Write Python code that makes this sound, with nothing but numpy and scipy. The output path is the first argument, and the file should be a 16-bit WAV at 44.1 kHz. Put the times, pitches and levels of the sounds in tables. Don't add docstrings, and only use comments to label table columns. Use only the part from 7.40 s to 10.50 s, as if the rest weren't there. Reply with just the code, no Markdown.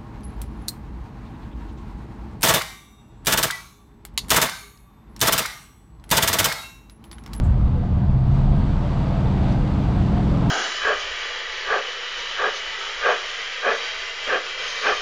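import sys
import numpy as np
from scipy import signal
from scipy.fft import rfft, irfft, next_fast_len
from scipy.io import wavfile

SR = 44100
rng = np.random.default_rng(int(sys.argv[2]) if len(sys.argv) > 2 else 0)


def volts_from_db(level):
    exponent = np.asarray(level, float) / 20
    return 10 ** exponent


def generate_wav(signal):
    frames = np.transpose(np.atleast_2d(signal))
    scaled = np.clip(frames, -1, 1) * 32767
    pcm = np.round(scaled).astype(np.int16)
    wavfile.write(sys.argv[1], SR, pcm)


N = 136710
T = np.arange(N) / SR


def rms_one(x):
    return x / np.sqrt(np.mean(x ** 2) + 1e-20)


def in_time(rows):
    return np.interp(T, *np.transpose(rows))


def drift(rate_hz):
    r = np.exp(-2 * np.pi * rate_hz * 40 / SR)
    noise = rng.standard_normal(N // 40 + 2002)
    slow = signal.lfilter([1], [1, -2 * r, r * r], noise)[2000:]
    return np.interp(np.arange(N) / 40, np.arange(len(slow)), rms_one(slow - slow.mean()))


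def coloured(spectrum, patchy_db):
    hz, db = np.transpose(spectrum)
    edges = hz[0] * 2 ** np.arange(0, np.log2(hz[-1] / hz[0]) + .1, 1 / 3)
    white = rng.standard_normal((2, N + SR))
    out = 0
    for k, (low, high) in enumerate(zip(edges, np.minimum(edges[1:], .45 * SR))):
        sos = signal.butter(2, [low, high], "band", fs=SR, output="sos")
        band = signal.sosfilt(sos, white[k % 2])[SR:]
        band_db = np.interp(np.log(low * high) / 2, np.log(hz), db)
        out = out + band * volts_from_db(band_db + patchy_db * drift(5.1))
    return rms_one(out)


def resonance(x, hz, width_hz):
    r = np.exp(-np.pi * width_hz / SR)
    return signal.lfilter([1 - r * r, 0, r * r - 1], [1, -2 * r * np.cos(2 * np.pi * hz / SR), r * r], x) / 2


# time in seconds, turns per second in Hz.
CRANK_SPEED = [(0.0, 28.3), (0.62, 31.6), (1.24, 34.86), (1.86, 37.55), (2.48, 40.22), (3.1, 42.63)]


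def crank_speed():
    return in_time(CRANK_SPEED)


# multiple of crank speed, level in dB midway, growth with load in dB per second.
ENGINE_ORDERS = [(1, -5, 0), (1.5, -12, 0), (2, -5, 0), (2.5, -9, .4), (3, -10.5, 1.5), (3.5, -10.8, -1.4),
                 (4, -8, 1), (4.5, -13.3, 0), (5, -13, 3.7), (5.5, -16, -1), (6, -13, -.5),
                 (6.5, -13.8, 5.5), (7, -17.5, -.8), (7.5, -17.5, 1), (8, -19.3, -1.5), (8.5, -21, .7),
                 (9, -25, 0), (9.5, -28.5, 0), (10, -30.5, 0), (10.5, -29, 0), (12, -33, 0)]
# pitch in Hz, width in Hz, gain in dB.
CABIN_BOOMS = [(33.7, 3.5, 14), (43.5, 3, 8), (75, 5, 10), (107, 5, 4.5), (114, 5, 12), (132.8, 8.6, 20),
               (167.3, 5, 10), (189, 15.7, 15.4), (205.8, 5.5, 12.8), (284, 8, 6), (316, 43, 9.3),
               (375, 5, 10), (400, 19, 13.8)]


def engine(crank_hz):
    engine_db, direct_db, midway_s = -29, -9, 1.55
    spread_turns, cycle_jitter_turns, slow_slip_turns = .4, .03, .05
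    turns = np.cumsum(crank_hz) / SR
    out = 0
    for order, db, growth_db in ENGINE_ORDERS:
        hz = order * crank_hz
        body_power = volts_from_db(direct_db) ** 2
        for boom_hz, width_hz, gain_db in CABIN_BOOMS:
            body_power = body_power + volts_from_db(gain_db) ** 2 / (1 + (2 * (hz - boom_hz) / width_hz) ** 2)
        wobble = spread_turns * order ** 2 + cycle_jitter_turns * drift(5) + slow_slip_turns * drift(.4)
        level_db = db + growth_db * (T - midway_s) + 1.5 * drift(3)
        tone = np.sin(2 * np.pi * (order * turns + wobble))
        out = out + np.sqrt(body_power) * volts_from_db(level_db) * tone
    return volts_from_db(engine_db) * out


# time in seconds, level in dB.
ROUGHNESS = [(0.0, -16), (0.12, -16.5), (0.15, -19), (1.36, -16.5), (1.43, -25), (2.11, -19.5), (2.17, -17),
             (3.05, -21), (3.1, -13.5)]
# pitch in Hz, level in dB per Hz.
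RUMBLE_COLOUR = [(10, -11), (25, -6), (52, 0), (75, 0), (105, -3), (140, -10), (240, -16), (400, -32)]
# centre in seconds, level in dB, pitch in Hz, length in seconds.
LOW_HEAVES = [
    (-.003, -18, 23, 0.014),
    (1.268, -28, 4.6, 0.083),
    (2.6, -24.5, 24, 0.048),
    (3.095, -13, 37, 0.011),
]


def rumble():
    heaves = 0
    for centre, db, hz, length in LOW_HEAVES:
        age = T - centre
        heaves = heaves + volts_from_db(db) * np.exp(-.5 * (age / length) ** 2) * np.sin(2 * np.pi * hz * age)
    return volts_from_db(-3.5 + in_time(ROUGHNESS)) * coloured(RUMBLE_COLOUR, patchy_db=1) + heaves


# start in seconds, level in dB, pitch in Hz.
ROAD_JOINTS = [
    (0.048, -24.5, 68.4),
    (0.086, -16.5, 55.7),
    (0.202, -13, 56.7),
    (0.214, -21, 73.7),
    (.66, -20, 71.2),
    (0.831, -25.5, 113.5),
    (1.997, -22.5, 73.9),
    (2.82, -20, 60.5),
]


def bumps():
    rise_s = 0.025
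    out = 0
    for start, db, hz in ROAD_JOINTS:
        age = np.maximum(T - start, 0)
        swell = age / rise_s * np.exp(1 - age / rise_s)
        out = out + volts_from_db(db) * swell * np.sin(2 * np.pi * hz * age)
    return out


# time in seconds, level in dB.
ROAR_SWELL = [(0.15, -56.5), (0.83, -56.5), (0.98, -50.5), (1.06, -52), (1.5, -49), (2.0, -48.5),
              (2.12, -46), (2.18, -49), (2.74, -47.5), (3.08, -47)]
# pitch in Hz, level in dB per Hz.
TYRE_COLOUR = [(160, -19.5), (250, -0.5), (330, -10), (450, -8), (560, -10), (710, -8), (1100, -12.5),
               (2200, -29.5)]
# pitch in Hz, level in dB per Hz.
HISS_COLOUR = [(1200, -10), (2000, -2), (3000, -2.5), (3800, -4.5), (5000, -11), (8000, -17.5),
               (12000, -19.5), (16500, -12.5)]
TYRE_FOLLOWS = 0.75


def tyre_swell():
    swell_db = in_time(ROAR_SWELL)
    return volts_from_db(TYRE_FOLLOWS * (swell_db - swell_db.max()))


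def roar(crank_hz):
    tyre_db, hiss_db, throb_depth = -31, 2, 0.11
    throb = 1 + throb_depth * np.sin(4 * np.pi * np.cumsum(crank_hz) / SR)
    tyres = volts_from_db(tyre_db) * tyre_swell() * coloured(TYRE_COLOUR, patchy_db=1.46)
    hiss = volts_from_db(hiss_db + in_time(ROAR_SWELL)) * throb * coloured(HISS_COLOUR, patchy_db=.5)
    return tyres + hiss


# pitch in Hz, width in Hz, level in dB.
TRIM_PANELS = [(500, 45, -49), (585, 40, -48), (665, 50, -46), (715, 55, -45), (870, 70, -49)]


def panels():
    hum = 0
    for hz, width_hz, db in TRIM_PANELS:
        noise = rng.standard_normal(N)
        narrow = resonance(resonance(noise, hz, width_hz), hz, width_hz)
        hum = hum + volts_from_db(db + 4.4 * drift(3.5)) * rms_one(narrow)
    return hum * tyre_swell()


# centre in seconds, length in seconds, level in dB, pitch in Hz, width in Hz.
GRIT_SCUFFS = [
    (2.075, .03, -54, 3600, 250),
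    (2.124, .005, -48, 2900, 1800),
    (2.28, .006, -54, 3950, 500),
    (.96, .035, -60, 6500, 4000),
]


def scuff():
    out = 0
    for centre, length, db, hz, width_hz in GRIT_SCUFFS:
        puff = np.exp(-.5 * ((T - centre) / length) ** 2)
        out = out + volts_from_db(db) * puff * rms_one(resonance(rng.standard_normal(N), hz, width_hz))
    return out


# start in seconds, length in seconds, level in dB.
TRINKET_SHAKES = [
    (.034, 0.0176, -80.5),
    (.051, .02, -86.5),
    (.072, 0.014, -90),
    (.097, .012, -91),
]
# pitch in Hz, level in dB, time to fall 60 dB in seconds.
TRINKET_MODES = [(6750, 0, .03), (7500, 1, .02), (7850, -2, .02), (8380, -1, .015), (8800, 1, .012),
                 (9600, 2, .006), (10200, 4, .008), (11600, 8, .008), (12500, 7, .007), (13200, 6, .005),
                 (14300, 6, .004)]


def trinket():
    touches_per_s = 3500
    shake = sum(volts_from_db(db) * (T > start) * (T < start + length) for start, length, db in TRINKET_SHAKES)
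    touches = shake * (rng.random(N) < touches_per_s / SR)
    out = np.zeros(N)
    for hz, db, t60 in TRINKET_MODES:
        r = volts_from_db(-60 / (t60 * SR))
        w = 2 * np.pi * hz / SR
        strikes = volts_from_db(db + 16.5) * touches * rng.standard_normal(N) + 1e-18
        out += signal.lfilter([0, np.sin(w)], [1, -2 * r * np.cos(w), r * r], strikes)
    return out


def scene():
    crank_hz = crank_speed()
    driving = engine(crank_hz) + rumble() + bumps() + roar(crank_hz)
    details = panels() + scuff() + trinket()
    return (driving + details)[None]


def top_cut(x):
    return signal.sosfilt(signal.butter(12, 15655, fs=SR, output="sos"), x)


# pitch in Hz, gain in dB.
HOUSING = [(4600, 0.5), (5500, -2), (8300, -4), (9000, -9), (10000, -11.5), (11000, -19), (12500, -14.5),
           (15300, -35)]


def record(dry):
    hz, db = np.transpose(HOUSING)
    size = next_fast_len(2 * N)
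    x = np.pad(dry, ((0, 0), (0, size - N)), "reflect")
    gain_db = np.interp(np.log(np.fft.rfftfreq(size, 1 / SR) + 1), np.log(hz), db)
    x = irfft(rfft(x) * volts_from_db(gain_db), size)[:, :N]
    return top_cut(0.76 * np.tanh(x / 0.78))


dry = scene()
out = record(dry)
generate_wav(out)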